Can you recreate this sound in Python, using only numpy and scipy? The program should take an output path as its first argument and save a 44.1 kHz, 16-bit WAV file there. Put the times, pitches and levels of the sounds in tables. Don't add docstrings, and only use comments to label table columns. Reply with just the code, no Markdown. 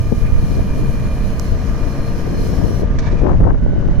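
import sys
import numpy as np
from scipy import signal
from scipy.fft import rfft, irfft
from scipy.io import wavfile
from scipy.ndimage import uniform_filter1d, minimum_filter1d, map_coordinates

SR = 44100
rng = np.random.default_rng(int(sys.argv[2]) if len(sys.argv) > 2 else 0)


def to_wav(s):
    ch = np.atleast_2d(s).T
    pcm = np.round(np.clip(ch, -1, 1) * 32767)
    wavfile.write(sys.argv[1], SR, pcm.astype(np.int16))


N = 176400
T = np.arange(N) / SR
HZ = np.fft.rfftfreq(N, 1 / SR)

# (time [s], speed [multiple of working speed])
ENGINE_SPEED = [(0, 1.002), (.6, 1.0), (1.3, 1.002), (2.2, 1.0), (2.9, .999), (3.1, 1.003), (3.22, 1.02),
                (3.45, 1.15), (3.6, 1.238), (3.66, 1.246), (4, 1.248)]
# (frequency [Hz], level [dB])
ENGINE_PARTIALS = [(134.2, -32.5), (230, -43.5), (333, -50), (460, -40), (575, -51.5), (613, -54),
                   (651, -56.5), (690, -51), (920, -54.5), (1053, -62), (1092, -66), (1149, -54.5),
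                   (1610, -75), (1640, -60.5), (2454, -71.5), (2503, -69), (2993, -67.5), (3338, -68)]
# (time [s], fundamental level [dB], octave level [dB])
WHINE_LEVELS = [(0, -47.5, -52), (.7, -50, -47), (1.35, -49.5, -49), (1.7, -46.5, -52.5), (2.4, -50, -51),
                (2.9, -46.5, -69), (3.2, -49, -50), (3.4, -69.5, -73), (3.57, -59, -68), (3.63, -49, -63),
                (4, -54, -58.5)]
# (frequency [Hz], spectral density [dB])
ROAR_SPECTRUM = [(20, -40), (100, -49.5), (200, -50), (270, -53), (330, -59), (450, -63), (660, -62),
                 (810, -73), (950, -68), (1100, -70), (1330, -74), (1650, -71.5), (2000, -77),
                 (2600, -83.5), (2950, -82.5), (3300, -88), (4500, -89.5), (6400, -89), (7200, -99),
                 (9200, -107), (11000, -107), (15500, -114)]
# (time [s], gain [dB])
ENGINE_GAIN = [(0, -2.5), (.6, 0), (1.4, 0), (2, 1.5), (2.8, 0.5), (3.2, 1), (3.4, -2), (3.55, -5.5),
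               (3.7, -3.5), (4, -0.5)]
# (frequency [Hz], left minus right [dB])
ROAR_BALANCE = [(200, 0.5), (1200, 2), (1700, -4), (2300, -7.5), (2900, -0.5), (6000, -0.5)]
# (frequency [Hz], correlation [0-1])
PORT_CORRELATION = [(100, 0.71), (600, 1), (1300, 0.07), (2500, 0.39), (5000, 0.1), (9000, 0), (14000, 0)]
# (frequency [Hz], spectral density [dB])
HISS_SPECTRUM = [(1200, -109), (2300, -88.5), (2650, -91), (3000, -80.5), (3500, -88.5), (4000, -83.5),
                 (4280, -79), (4500, -89), (5000, -86.5), (5400, -88), (6300, -83.5), (7000, -86.5),
                 (7500, -94.5), (8300, -93.5), (9200, -95), (10800, -100), (11700, -93), (12600, -94.5),
                 (13400, -98.5), (14600, -94), (15600, -100)]
# (time [s], hiss [dB], sizzle [dB], main note [dB], high modes [dB])
FLOW_GAINS = [(0, -2, -1, -3, 0), (.25, -1.5, -4, -5, 0.5), (.36, -1.5, -10, -7, -1), (.5, 0, 1, 4, 3),
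              (.72, -1.5, -5, -6, 0.5), (.9, 0.5, -6, 1, 5.5), (1.1, -2.5, -5, 0, 0),
              (1.35, -1, -6, 0, 2.5), (1.6, -1.5, 0, 0, -4), (1.85, -1.5, 0, -2, -1.5),
              (2.05, -5.5, 0.5, 8, 1), (2.15, -2.5, 1, -4, 0), (2.33, -2, 2, 6, -2), (2.47, 3.5, 3, 6.5, 6),
              (2.6, 0, 3, -3, 0.5), (2.7, 0, -2, 2, 3), (2.8, -1, 0, -2, 0)]
# (frequency [Hz], spectral density [dB])
SIZZLE_SPECTRUM = [(4300, -105), (4750, -91.5), (5100, -80.5), (5320, -100), (5560, -79.5), (5800, -90.5),
                   (6300, -94), (6900, -105)]
# (frequency [Hz], width [Hz], level [dB])
VALVE_NOTE = (4206, 39, -56.5)
# (frequency [Hz], width [Hz], level [dB], left minus right [dB])
VALVE_HIGH_MODES = [(8380, 170, -70.5, 6), (9030, 110, -71, 9), (9670, 280, -66, 1.5),
                    (10480, 250, -63.5, 7.5), (11170, 200, -62.5, -3), (12500, 300, -65.5, 7.5),
                    (14080, 280, -67.5, 3.5)]
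# (frequency [Hz], spectral density [dB])
WIND_SPECTRUM = [(6, -49.5), (20, -38.5), (36, -31.5), (50, -36), (70, -38.5), (100, -42), (200, -51.5),
                 (300, -62.5), (500, -69), (1000, -95.5), (3000, -120)]
# (time [s], left gain [dB], right gain [dB])
WIND_GAINS = [(0, -3, 2.5), (.3, 0.5, -2.5), (.6, 1.5, 3), (.9, 1, 1), (1.25, -9.5, -0.5), (1.55, 1, -5),
              (2, -3, -10.5), (2.3, -6, -2), (2.65, 2.5, -6), (2.95, -3, 0.5), (3.25, 9, 0.5),
              (3.5, 7, 7.5), (3.59, 2.5, 3.5), (3.71, 9, 8), (3.85, 4, 0), (4, -4.5, 6.5)]
# (peak time [s], half length [s], level [dB], corner [Hz], port [0 left, 1 right])
WIND_GUSTS = [(0.131, .014, -6.5, 203, 0), (0.355, 0.039, -4, 78.7, 1), (0.44, .014, -9.5, 200, 1),
              (0.583, 0.085, -18.5, 368, 0), (0.805, 0.071, -18.5, 340, 0), (0.82, 0.031, -16.5, 303.8, 1),
              (1.046, 0.033, -15, 199.9, 1), (2.364, 0.16, -18, 389.8, 0), (2.634, 0.12, -15, 359.4, 0),
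              (2.825, 0.021, -16, 457, 0), (3.134, 0.022, -13.5, 351.6, 0), (3.251, 0.033, -9.5, 522.7, 0),
              (3.293, 0.044, -14, 944.4, 0), (3.333, 0.025, -8, 232, 1), (3.419, 0.021, -10, 270.4, 1),
              (3.464, 0.048, -13.5, 879.3, 0), (3.504, 0.014, -22, 1100, 0),
              (3.514, 0.033, -14.5, 298.4, 1), (3.544, 0.018, -20.5, 599, 0), (3.635, 0.022, -19, 360, 0),
              (3.705, 0.06, -17, 320, 1), (3.784, .03, -18, 380, 0), (3.879, 0.073, -16, 330.2, 0)]
# (time [s], level [dB], corner [Hz], port [0 left, 1 right])
STRONG_EDDIES = [(0.123, 1.5, 513, 0), (0.1254, -8, 744, 0), (0.132, -7, 480, 0), (2.539, -7.5, 795, 0),
                 (2.59, -15, 800, 0), (2.616, -7.5, 795, 0), (2.716, -8, 644, 0), (2.796, -8, 596, 0),
                 (2.835, -4.5, 444, 0), (3.155, -5, 298, 0), (3.218, -7, 646, 0), (3.288, -31, 2110, 0),
                 (3.301, -31, 1850, 0), (3.404, -9.5, 696, 0), (3.507, -10.5, 1550, 0), (3.664, -7, 700, 1),
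                 (3.734, -10, 700, 1), (3.764, -9.5, 650, 0), (3.828, -14, 704, 0)]
# (time [s], level [dB], half length [s])
HINGE_SLIP = (0.268, -40, 0.018)
# (frequency [Hz], relative density [dB])
HINGE_SPECTRUM = [(1300, -29), (1800, -1), (2100, -5), (2350, 0), (2560, -2), (2720, -20), (3000, -15),
                  (5000, -30)]
# (time [s], level [dB])
GRIT_IMPACTS = [(1.3928, -31), (1.397, -10)]
# (frequency [Hz], gain [dB], time constant [s])
HOUSING_MODES = [(5170, -19, .0006), (6140, -2, 0.0002), (12600, -8, 0.000082)]
# (time [s], frequency [Hz], level [dB])
CLOSING_WHISTLE = [(2.3, 5400, -80), (2.46, 5480, -53), (2.6, 5490, -57), (2.77, 5620, -50.5),
                   (2.85, 5600, -100)]
# (peak time [s], level [dB], rise [s], T60 [s], tilt [dB/octave])
CONVEYOR_IMPACTS = [(2.988, -30, 0.0012, 0.072, 2), (3.041, -37.5, 0.032, 0.15, -1.5),
                    (3.068, -30, 0.016, 0.18, -3.5), (3.114, -53.5, .001, 0.03, 9.5),
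                    (3.119, -40.5, 0.0072, 0.24, -0.5), (3.189, -41, 0.0069, 0.088, -0.5)]
# (frequency [Hz], relative density [dB])
FRAME_SPECTRUM = [(300, -33), (700, -13), (980, 6.5), (1350, -6.5), (1700, 4), (2000, -3), (2350, -0.5),
                  (2900, -14), (3500, -6.5), (4500, -10), (5800, -10), (7000, -14.5), (8200, -25),
                  (10000, -34.5), (15000, -47)]
# (frequency [Hz], gain [dB], T60 [s])
FRAME_NOTES = [(932, -12, .25), (1700, -12, 0.14), (2300, -10, 0.16), (3650, -20, .1), (4130, -18, .11),
               (4480, -16.5, 0.068), (4800, -19, 0.052), (5820, -17, .09), (6400, -18.5, 0.059)]


def amp(db):
    return 10 ** (np.asarray(db) / 20)


def unit(x):
    return x / np.sqrt(np.mean(x ** 2) + 1e-20)


def curve(rows):
    times, *columns = np.transpose(rows)
    return np.array([np.interp(T, times, column) for column in columns])


def spectrum(points):
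    hz, value = np.transpose(points)
    return np.interp(np.log(HZ + 1), np.log(hz), value)


def drift(rate_hz):
    return unit(irfft(rfft(rng.standard_normal(N)) / (1 + (HZ / rate_hz) ** 4), N))


def pan(db):
    return amp(np.array([[.5], [-.5]]) * db)


def add(track, time, sound):
    at = round(time * SR) - len(sound) // 2 + np.arange(len(sound))
    inside = (at >= 0) & (at < N)
    track[at[inside]] += sound[inside]


def noise(density_db, correlation):
    left, independent = rfft(rng.standard_normal((2, N)))
    right = correlation * left + np.sqrt(1 - correlation ** 2) * independent
    return irfft(np.array([left, right]) * amp(density_db) * np.sqrt(SR / 2), N)


def tone(cycles, flutter_db, spread_rad):
    phase, shared = 2 * np.pi * (cycles + rng.random()), drift(7.7)
    ports = [np.cos(phase + spread_rad * drift(1.9)) * amp(flutter_db * (shared + drift(3.9)) / 2)
             for _ in range(2)]
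    return np.sqrt(2) * np.array(ports)


def reflections(depth_db, width_hz):
    knots = np.arange(0, SR, width_hz)
    ripples = [unit(np.interp(HZ, knots, row)) for row in rng.standard_normal((2, len(knots)))]
    return amp(depth_db * np.array(ripples))


def pump_whine(working_time, hz=1201.3, flutter_db=1.8, fuzz_db=-6):
    fundamental_db, octave_db = curve(WHINE_LEVELS)
    whine = amp(fundamental_db) * tone(hz * working_time, flutter_db, spread_rad=0.12) * pan(2)
    whine += amp(octave_db) * tone(2 * hz * working_time, flutter_db, spread_rad=0.8) * pan(-5.5)
    return whine * unit(1 + amp(fuzz_db) * drift(150))


def fan_roar(working_time, firing_hz=115, throb=0.07, flutter_db=0.67):
    source = rfft(noise(spectrum(ROAR_SPECTRUM), spectrum(PORT_CORRELATION)))
    roar = irfft(source * pan(spectrum(ROAR_BALANCE)) * reflections(depth_db=-0.38, width_hz=35), N)
    firing = 1 + throb * np.cos(2 * np.pi * firing_hz * working_time)
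    return roar * firing * amp(flutter_db * drift(46))


def engine():
    speed = curve(ENGINE_SPEED)[0] * (1 + 0.00052 * drift(4.4))
    working_time = np.cumsum(speed) / SR
    partials = sum(amp(db) * tone(hz * working_time, flutter_db=1, spread_rad=0.34)
                   for hz, db in ENGINE_PARTIALS)
    return (partials + fan_roar(working_time)) * amp(curve(ENGINE_GAIN)[0]) + pump_whine(working_time)


def valve_resonance(hz, width_hz, flutter_db, correlation=0.15, wander=.002):
    response_db = -20 * np.log10(1 + 2 * ((HZ - hz) / width_hz) ** 2)
    band = unit(noise(response_db, correlation))
    positions = np.cumsum(1 + wander * drift(5.03))
    wavering = np.array([map_coordinates(port, [positions], order=3, mode="wrap") for port in band])
    return wavering * amp(flutter_db * drift(8))


def oil_flow(shut_s=2.81, shut_db_per_s=332, leak_db=-29.5, leak_db_per_s=18, flutter_db=0.94):
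    hiss_db, sizzle_db, singing_db, modes_db = curve(FLOW_GAINS)
    correlation = spectrum(PORT_CORRELATION)
    balance = pan(spectrum([(2300, -2), (3200, 1.7), (7000, -0.056), (9500, 2), (14000, 0)]))
    hiss = rfft(noise(spectrum(HISS_SPECTRUM), correlation))
    oil = amp(hiss_db) * irfft(hiss * balance * reflections(depth_db=2.5, width_hz=80), N)
    oil += amp(sizzle_db) * noise(spectrum(SIZZLE_SPECTRUM), correlation) * pan(-7)
    note_hz, width_hz, note_db = VALVE_NOTE
    oil += amp(singing_db + note_db) * valve_resonance(note_hz, width_hz, flutter_db=.3, correlation=.7)
    oil += amp(modes_db) * sum(amp(db) * valve_resonance(hz, width, flutter_db=1) * pan(side)
                               for hz, width, db, side in VALVE_HIGH_MODES)
    since_shut = np.maximum(T - shut_s, 0)
    closing_db = np.maximum(-shut_db_per_s * since_shut, leak_db - leak_db_per_s * since_shut)
    return oil * amp(flutter_db * drift(9.2) + closing_db)


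def eddy(corner_hz, skew):
    u = np.arange(-6, 6, 2 * np.pi * max(0.54 * corner_hz, 15) / SR)
    return (np.cos(skew) + np.sqrt(2) * np.sin(skew) * u) * np.exp(-u ** 2 / 2)


def wind(lumps_db=3.5, eddies_per_cycle=1.2, width_spread=0.35, size_spread_db=3.5):
    swell_db = curve(WIND_GAINS) + lumps_db * np.array([drift(28), drift(9.8)])
    out = noise(spectrum(WIND_SPECTRUM), correlation=0.14) * amp(swell_db)
    for time, half, db, corner_hz, port in WIND_GUSTS:
        shower, rate = np.zeros(N), corner_hz * eddies_per_cycle
        draws = rng.standard_normal((int(4 * half * rate) + 1, 4))
        for k, (jitter, width, size, skew) in enumerate(draws):
            pulse = eddy(corner_hz * np.exp(width_spread * width), skew=np.pi / 2 + 0.68 * skew)
            add(shower, time - 2 * half + (k + jitter) / rate, amp(size_spread_db * size) * pulse)
        envelope = np.exp(-((T - time) / half) ** 2)
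        out[port] += amp(db) * unit(shower * envelope) * np.sqrt(np.mean(envelope ** 2))
    for time, db, corner_hz, port in STRONG_EDDIES:
        add(out[port], time, amp(db) * eddy(corner_hz, skew=0.87))
    return out


def hinge_scrape(side_db=-7):
    time, db, half = HINGE_SLIP
    ring = unit(noise(spectrum(HINGE_SPECTRUM), correlation=0.39))
    return amp(db) * ring * np.exp(-((T - time) / half) ** 2) * pan(side_db)


def grit_ticks(side_db=-11, knock_hz=1250, knock_db=-19, knock_s=0.00067):
    ring, knock = np.zeros((2, N))
    for time, db in GRIT_IMPACTS:
        t = np.maximum(T - time, 0)
        for hz, mode_db, decay in HOUSING_MODES:
            ring += amp(db + mode_db) * np.exp(-t / decay) * np.sin(2 * np.pi * hz * t)
        envelope = t / knock_s * np.exp(1 - t / knock_s)
        knock += amp(db + knock_db) * envelope * np.sin(2 * np.pi * knock_hz * t)
    highpass = signal.butter(7, 4600, "high", fs=SR, output="sos")
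    return (signal.sosfilt(highpass, ring) + knock) * pan(side_db)


def valve_whistle(side_db=-7):
    hz, db = curve(CLOSING_WHISTLE)
    cycles = np.cumsum(hz + 15 * drift(40)) / SR
    started = T > CLOSING_WHISTLE[0][0]
    return amp(db) * started * tone(cycles, flutter_db=6.5, spread_rad=.8) * pan(side_db)


def conveyor_clanks(rattle_db=2, side_db=-5, dense_db=-0.5):
    out = np.zeros((2, N))
    octaves = np.log2(np.clip(HZ, 500, 16000) / 2000)
    for time, db, rise, t60, tilt_db in CONVEYOR_IMPACTS:
        since, attack = np.maximum(T - time, 0), np.exp(np.minimum(T - time, 0) / rise)
        dense = unit(noise(spectrum(FRAME_SPECTRUM) + tilt_db * octaves, spectrum(PORT_CORRELATION)))
        out += dense * amp(db + dense_db - 60 * since / t60 + rattle_db * drift(170)) * attack
        for hz, note_db, note_t60 in FRAME_NOTES:
            phase = rng.random() + 0.25 * rng.random((2, 1))
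            envelope = amp(db + note_db + tilt_db * np.log2(hz / 2000) - 60 * since / note_t60) * attack
            out += envelope * np.sin(2 * np.pi * (hz * T + phase))
    return out * pan(side_db)


def scene():
    return (engine() + oil_flow() + wind() + hinge_scrape() + grit_ticks()
            + valve_whistle() + conveyor_clanks())


def record(dry, threshold_db=-10.5, duck_db_per_db=0.0392, recover_db_per_s=34, peak=0.96, edge_hz=15700):
    power_db = 10 * np.log10(abs(uniform_filter1d((dry ** 2).max(0), size=440)) + 1e-12)
    fall_db = T * recover_db_per_s
    held_db = np.maximum.accumulate(power_db + fall_db) - fall_db
    over_db = np.maximum(held_db - threshold_db, 0)
    ducked = dry / amp(duck_db_per_db * uniform_filter1d(over_db, size=300))
    peak_gain = np.minimum(1, peak / (abs(ducked).max(0) + 1e-9))
    smooth_gain = uniform_filter1d(minimum_filter1d(peak_gain, size=300), size=300)
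    lowpass = signal.firwin(511, edge_hz, window=("kaiser", 9), fs=SR)
    return signal.oaconvolve(ducked * smooth_gain, lowpass[None], "same")


dry = scene()
out = record(dry)
to_wav(out)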